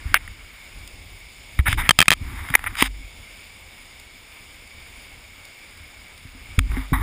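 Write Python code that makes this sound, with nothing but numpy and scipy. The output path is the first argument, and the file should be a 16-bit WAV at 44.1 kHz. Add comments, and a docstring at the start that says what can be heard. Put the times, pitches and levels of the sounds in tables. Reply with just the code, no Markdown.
"""Handling noise above a flood

From a ledge, a small hand-held camera picks up a muddy flood rushing along the wash below, its driftwood
cracking now and then. Right at the microphone, and far louder than the water, fingers rub, slip, bump
and click on the camera body, and a light wind rumbles. The gain control ducks after loud clicks and
the sharpest ones overload the input."""
import sys
import numpy as np
from scipy import signal
from scipy.fft import rfft, irfft, next_fast_len
from scipy.io import wavfile
from scipy.ndimage import uniform_filter1d

SR = 44100
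rng = np.random.default_rng(int(sys.argv[2]) if len(sys.argv) > 2 else 0)


def digitize_waveform(pressure):
    """Quantize a signal to 16-bit integers and store it at the path in sys.argv[1].

    Rows of a 2-D input are taken as channels; values are limited to [-1, 1].
    """
    field = np.atleast_2d(pressure).T
    bounded = np.clip(field, -1, 1)
    quanta = np.round(bounded * 32767).astype(np.int16)
    wavfile.write(sys.argv[1], SR, quanta)


N = 309582

# finger strokes on the camera: start_s, level_db, rise_s, fall_s, grip (0-1), grille_share (0-1)
FINGER_STROKES = [(.05, -43, 0.047, .17, 0.5, 0.27), (.146, -13, .009, .023, .9, .4),
                  (1.589, -23, .002, 0.022, 0.48, 0.2), (1.656, -11.5, 0.023, 0.0093, 0.52, 0.23),
                  (1.68, -22, 0.019, 0.055, 0.2, 0.67), (1.774, -20, 0.024, 0.033, 0.05, .32),
                  (1.813, -30, 0.051, 0.03, .6, .25), (2.19, -37.5, .26, .42, .15, .25),
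                  (2.538, -13, .002, 0.008, 1, 0), (2.66, -21, .014, 0.0093, 1, 0),
                  (2.767, -19.5, 0.044, 0.071, 0.08, 0.66), (6.688, -36.5, 0.085, .095, 0.13, 0.23),
                  (6.931, -17, .005, .032, 0, 0), (6.948, -29, 0.02, 0.089, 0, 0.05)]
# skin on the case with a light touch: frequency_hz, level_db
LIGHT_TOUCH_SPECTRUM = [(600, -22), (880, 1), (1150, 7), (1450, -1.5), (2100, 3.5), (2700, -21),
                        (3700, -13.5), (4300, -37), (5100, -28), (7700, -32), (9200, -23), (10000, -10),
                        (14000, -7), (15200, -52)]
# skin on the case with a tight grip: frequency_hz, level_db
TIGHT_GRIP_SPECTRUM = [(500, -22.5), (1000, -14.5), (1900, 2.5), (2700, -12), (3600, -24.5), (4300, -42.5),
                       (7000, -56), (9000, -28), (10100, -11), (10900, -21.5), (13000, -57), (13900, -11.5),
                       (15200, -39.5)]
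# skin across the microphone grille: frequency_hz, level_db
GRILLE_SPECTRUM = [(500, -28.5), (1000, -15.5), (2000, -5.5), (2800, 0), (3500, -1), (4300, -20),
                   (5000, 11.5), (5600, -15), (7000, -1.5), (7800, -29), (8400, -9.5), (10000, -17),
                   (10900, -23), (14500, -21)]
# shell resonances that every rub brings out: centre_hz, half_width_hz, gain_db
SHELL_RESONANCES = [(770, 150, 4), (2196, 124, 3), (3765, 92, 6), (4920, 200, -4.5), (8320, 100, 9),
                    (9880, 140, 4.5), (14800, 440, 5.5)]
# the skin catches and snaps free, plus one lone click of the control at 2.057 s: start_s, peak_db, grip (0-1)
SKIN_SLIPS = [(0.1427, 12, 0.47), (.277, -23.5, 1), (1.728, -3, 0.22), (2.057, -17, 0), (2.4875, -19.5, .4),
              (2.502, -18, .5), (2.552, 13.5, 0.91), (2.592, -17, 0.56), (2.6402, -16, 0.64),
              (2.7532, -19.5, 0.52), (2.824, 5.5, 0.34), (6.5904, 1, 0), (6.717, -23, 0.7),
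              (6.768, -20, 0.8)]
# ringing of the plastic case: pitch_hz, level_db, t60_s
CASE_MODES = [(1285, -5.5, 0.014), (1783, 0, 0.0071), (2070, -5.5, 0.0085), (2447, 3, 0.0064),
              (3150, -3.5, 0.013), (3750, -18.5, 0.015), (4600, -2.5, 0.0018), (5580, -2, 0.0022),
              (7450, -29, 0.003), (8320, -18.5, 0.015), (8820, -12.5, 0.013), (9390, -15, 0.013),
              (10000, -13, 0.005), (14740, -14, .007), (15170, -26, .008)]
# a camera control ratchets: start_s, first_level_db, click_count (rounded), first_gap_s, final_gap_s
RATCHET_RUNS = [(1.8918, 24.5, 2, .0167, .01), (1.989, 23.5, 4.25, 0.015, 0.0094),
                (2.0819, 21, 6.05, .0232, .0047)]
# the hand bumps the body: start_s, level_db, push_hz, sway_share (0-1), ring_share (0-1)
HAND_BUMPS = [(.054, -10.5, 60.5, 0.02, 0.02), (1.591, 7, 66, 0.01, 0), (1.682, -2, 83.4, 0.05, 0.04),
              (1.726, -3.5, 79, 0, 0.01), (2.211, -13.5, 91, 0, 0.07), (2.502, -14.5, 123, 0, 0.12),
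              (2.823, 1, 269, 0.07, .05), (6.249, -25, 99, 0.03, 0.12), (6.581, 5.5, 79, 0.17, 0.07),
              (6.674, -8, 53.4, 0.08, 0), (6.348, -42, 254, 0, 1), (6.77, -21, 255, 0, 1),
              (6.921, -2, 137, 0.29, 0.22)]
# the rushing water, heard from the ledge: frequency_hz, level_db
FLOOD_SPECTRUM = [(150, -4.5), (400, -8), (1000, -7), (1700, -5), (2800, -3.5), (4200, -14), (5500, -14.5),
                  (7700, -19), (9300, -14.5), (10700, -18), (13000, -19.5), (15200, -18)]
# the rock ledge shades one band while the camera faces it: time_s, centre_hz, depth_db
LEDGE_SHADE = [(.3, 1330, -2.5), (1, 1500, 5.5), (3, 1540, 4.5), (7, 1450, -0.5)]
# resonances of the microphone housing: centre_hz, half_width_hz, gain_db
HOUSING_RESONANCES = [(2232, 124, 10.5), (3585, 170, 6), (5080, 400, 8.5), (6960, 380, 9), (8460, 180, 5.5),
                      (9740, 108, 11), (14270, 82, 11)]
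# driftwood cracks down in the stream: start_s, peak_db
WOOD_CRACKS = [(.876, -25), (3.998, -28), (4.675, -37), (5.452, -29), (5.775, -33), (6.178, -31.5)]
# wind and hand tremor at the microphone: frequency_hz, level_db
RUMBLE_SPECTRUM = [(12, -32), (30, 2.5), (50, -1.5), (90, -3), (140, -20.5), (210, -22), (270, -20),
                   (340, -25.5), (500, -46), (1200, -74)]
# the hand shifts its hold and the tremor swells: crest_s, half_width_s, level_db
HOLD_SHIFTS = [(.2, .11, -35), (.8, 0.067, -40), (1.12, 0.11, -43.5), (1.75, 0.092, -23),
               (2.42, 0.39, -34.5), (6.45, 0.093, -40), (6.72, 0.063, -24), (7.0, 0.055, -20)]
# two notches in the camera's sound: centre_hz, half_width_hz, gain_db
CAMERA_NOTCHES = [(5995, 417, -11.5), (11880, 907, -17)]


def finger_rubbing(smooth_db=-4, fullness=0.62, judder_db=1.5, judder_hz=70):
    """Each stroke is a dense run of tiny slips that swells and fades; the finger judders as it slides."""
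    out = np.zeros(N)
    friction = unit(grains(N, per_s=1800, spread_db=2.3)) + amp(smooth_db) * rng.standard_normal(N)
    friction *= amp(judder_db * wander(judder_hz))
    for s, db, rise, fall, grip, grille in FINGER_STROKES:
        run = friction[round(s * SR):][:round((rise + fall) * SR)]
        pressure = np.interp(np.arange(len(run)) / SR, [0, rise, rise + fall], [0, 1, 0]) ** fullness
        rub = signal.fftconvolve(run, touch_response(grip, grille))[:len(run)]
        add(out, s, amp(db) * pressure * unit(rub))
    return out


def touch_response(grip, grille, size=1024):
    """What reaches the microphone through the case from one tiny slip of skin."""
    hz = abs(np.fft.fftfreq(size, 1 / SR))
    light_db = spectrum(LIGHT_TOUCH_SPECTRUM, hz)
    grip_db = grip * (spectrum(TIGHT_GRIP_SPECTRUM, hz) - light_db)
    grille_db = grille * (spectrum(GRILLE_SPECTRUM, hz) - light_db)
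    log_gain = np.log(amp(light_db + grip_db + grille_db + bells(SHELL_RESONANCES, hz)))
    # minimum phase: the colour rings after the slip, never before
    return np.fft.ifft(np.exp(np.conj(signal.hilbert(log_gain)))).real


def skin_slips(length_s=0.0029, grille=0.56, ring_db=-6):
    """Skin snaps free: a brief crackle through the case, which rings more the looser the grip."""
    out, t = np.zeros(N), np.arange(SR // 80) / SR
    for s, db, grip in SKIN_SLIPS:
        burst = rng.standard_normal(len(t)) * np.exp(-(t / length_s) ** 2)
        skin = unit(touch_response(grip, grille * (1 - grip)))
        ring = unit(case_ring(np.arange(len(skin)) / SR, np.ones(len(CASE_MODES))))
        snap = signal.fftconvolve(burst, skin + amp(ring_db) * (1 - grip) * ring)
        add(out, s, amp(db) * snap / abs(snap).max())
    return out


def control_clicks(chatter=0.073, chatter_t60=0.011, push_db=-21, push_hz=150, push_t60=0.015):
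    """Each hard snap of the control chatters a little, rings the case and nudges the microphone."""
    out, t = np.zeros(N), np.arange(SR // 20) / SR
    push = amp(push_db - 60 * t / push_t60) * np.sin(2 * np.pi * push_hz * t)
    clicks = list(ratchet())
    # the hand loads the case a little differently at each click
    detunes = rng.uniform(.992, 1.008, (len(clicks), len(CASE_MODES)))
    for (s, db), detune in zip(clicks, detunes):
        ring = case_ring(t, detune)
        blow = (t == 0) + chatter * rng.standard_normal(len(t)) * amp(-60 * t / chatter_t60)
        snap = 2 * signal.fftconvolve(blow, ring)[:len(t)] / ring[0]
        add(out, s, amp(db) * (snap + push))
    return out


def ratchet(gap_kept=.4, loss_db=4.5):
    """Start and level of each click: a run speeds up towards its final gap and weakens."""
    for s, db, count, first_gap, final_gap in RATCHET_RUNS:
        for k in range(round(count)):
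            yield s, db - loss_db * k
            s += final_gap + (first_gap - final_gap) * gap_kept ** k


def case_ring(t, detune):
    """The modes of the plastic case after one sharp blow, each detuned by its own factor."""
    return sum(amp(db - 60 * t / t60) * np.cos(2 * np.pi * hz * factor * t)
               for (hz, db, t60), factor in zip(CASE_MODES, detune))


def hand_bumps(push_cycles=5.2):
    """A soft push dies within a few swings, leaving the camera swaying in the hand and its body ringing."""
    out = np.zeros(N)
    sway, ring = swing(hz=48, t60=0.82), swing(hz=262, t60=.17)
    for s, db, hz, sway_share, ring_share in HAND_BUMPS:
        push = swing(hz, t60=push_cycles / hz)
        add(out, s, amp(db) * (push + sway_share * sway + ring_share * ring))
    return out


def swing(hz, t60, rise_cycles=0.37):
    """One second of a dying low swing with a rounded start."""
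    t = np.arange(SR) / SR
    onset = 1 - np.exp(-(t * hz / rise_cycles) ** 2)
    return onset * amp(-60 * t / t60) * np.sin(2 * np.pi * hz * t)


def flood(level_db=-45, patchy_db=0.84, swell_db=0.8, splash_db=-11):
    """Water churns below the ledge: a rush with drifting patches, grainy with countless splashes."""
    rush = rng.standard_normal(N) + amp(splash_db) * unit(grains(N, per_s=700, spread_db=4.5))
    hz, t, bands = signal.stft(rush, SR, nperseg=1024, noverlap=768)
    patches = uniform_filter1d(rng.standard_normal(bands.shape), size=12, axis=0)
    patches = unit(uniform_filter1d(patches, size=14, axis=1))
    swell = unit(uniform_filter1d(rng.standard_normal(len(t)), size=50))
    shade_hz, depth_db = follow(LEDGE_SHADE, t)
    shade_db = depth_db * bell(hz[:, None], shade_hz, width=340)
    bands *= amp(water_colour(hz)[:, None] - shade_db + patchy_db * patches + swell_db * swell)
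    water = signal.istft(bands, nperseg=1024, noverlap=768)[1][:N]
    return unit(water) * amp(level_db)


def water_colour(hz):
    """The flood's spectrum in dB, heard through the microphone housing."""
    return spectrum(FLOOD_SPECTRUM, hz) + bells(HOUSING_RESONANCES, hz)


def driftwood(t60=0.021, bass_cut_hz=1500):
    """Sticks break below the ledge: short dry cracks with no bass."""
    out, t = np.zeros(N), np.arange(SR // 20) / SR
    for s, db in WOOD_CRACKS:
        burst = rng.standard_normal(len(t)) * amp(-60 * t / t60)
        crack = tint(burst, lambda hz: water_colour(hz) / 2 - 20 * bell(hz, 0, bass_cut_hz))
        add(out, s, amp(db) * crack / abs(crack).max())
    return out


def wind_and_tremor(breeze_db=-51.5, gust_db=3.0, gust_hz=14):
    """Low, lumpy buffeting on the microphone: a steady breeze, and a swell for each shift of the hand."""
    t = np.arange(N) / SR
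    rumble = tint(rng.standard_normal(N), lambda hz: spectrum(RUMBLE_SPECTRUM, hz))
    gusts = amp(gust_db * wander(gust_hz))
    tremor_power = sum((amp(db) * bell(t, s, width)) ** 2 for s, width, db in HOLD_SHIFTS)
    return unit(rumble * gusts) * np.sqrt(amp(breeze_db) ** 2 + tremor_power)


def amp(db):
    """Decibels to gain."""
    return 10 ** (np.asarray(db) / 20)


def unit(x):
    """Scales to an rms of 1."""
    return x / np.sqrt(np.mean(x ** 2) + 1e-20)


def spectrum(points, hz):
    """Levels in dB, joined on a log-frequency axis."""
    point_hz, db = np.transpose(points)
    return np.interp(np.log(hz + 1), np.log(point_hz), db)


def follow(rows, t):
    """The columns of a curve at times t."""
    s, *columns = np.transpose(rows)
    return [np.interp(t, s, column) for column in columns]


def add(mix, s, sound):
    """Mixes a sound in at time s."""
    part = mix[max(round(s * SR), 0):][:len(sound)]
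    part += sound[:len(part)]


def bell(x, centre, width):
    """A smooth bump of height 1."""
    return np.exp(-.5 * ((x - centre) / width) ** 2)


def bells(rows, hz):
    """Colour in dB of a set of peaks or dips."""
    return sum(db * bell(hz, centre, width) for centre, width, db in rows)


def tint(x, colour):
    """Filters x by a colour in dB that is a function of frequency."""
    size = next_fast_len(len(x))
    gain = amp(colour(np.fft.rfftfreq(size, 1 / SR)))
    return irfft(rfft(x, size) * gain, size)[:len(x)]


def wander(corner_hz):
    """Random drift with an rms of 1, mostly slower than corner_hz."""
    return unit(tint(rng.standard_normal(N), lambda hz: -40 * np.log10(1 + (hz / corner_hz) ** 2)))


def grains(samples, per_s, spread_db):
    """Random clicks, many small and a few large."""
    chance, size, sign = rng.random((samples, 3)).T
    size_db = spread_db * np.minimum(-np.log(1 - size), 4)
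    return (chance < per_s / SR) * amp(size_db) * np.sign(sign - .5)


def scene():
    """Water below, wind and close handling all reach one microphone, which feeds both channels."""
    outdoors = flood() + driftwood() + wind_and_tremor()
    mono = outdoors + finger_rubbing() + skin_slips() + control_clicks() + hand_bumps()
    return np.array([mono, mono])


def record(dry, threshold_db=-22, slope=0.52, recover_db_per_s=130, attack_s=0.028, edge_hz=15400):
    """The camera ducks after loud peaks, clips what gets past, then notches and limits the treble."""
    lag = np.exp(-1 / (attack_s * SR))
    power = signal.lfilter([1 - lag], [1, -lag], np.clip(dry[0], -1, 1) ** 2)
    level_db = 10 * np.log10(power + 1e-12)
    # the gain control holds each peak and lets it sink at a steady rate
    fall_db = np.arange(N) * recover_db_per_s / SR
    held_db = np.maximum.accumulate(level_db + fall_db) - fall_db
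    duck_db = slope * np.maximum(held_db - threshold_db, 0)
    clipped = np.clip(dry / amp(duck_db), -1, 1)
    notched = np.array([tint(channel, lambda hz: bells(CAMERA_NOTCHES, hz)) for channel in clipped])
    low_pass = signal.firwin(511, edge_hz, window=("kaiser", 9), fs=SR)
    return signal.oaconvolve(notched, low_pass[None], "same")


dry = scene()
out = record(dry)
digitize_waveform(out)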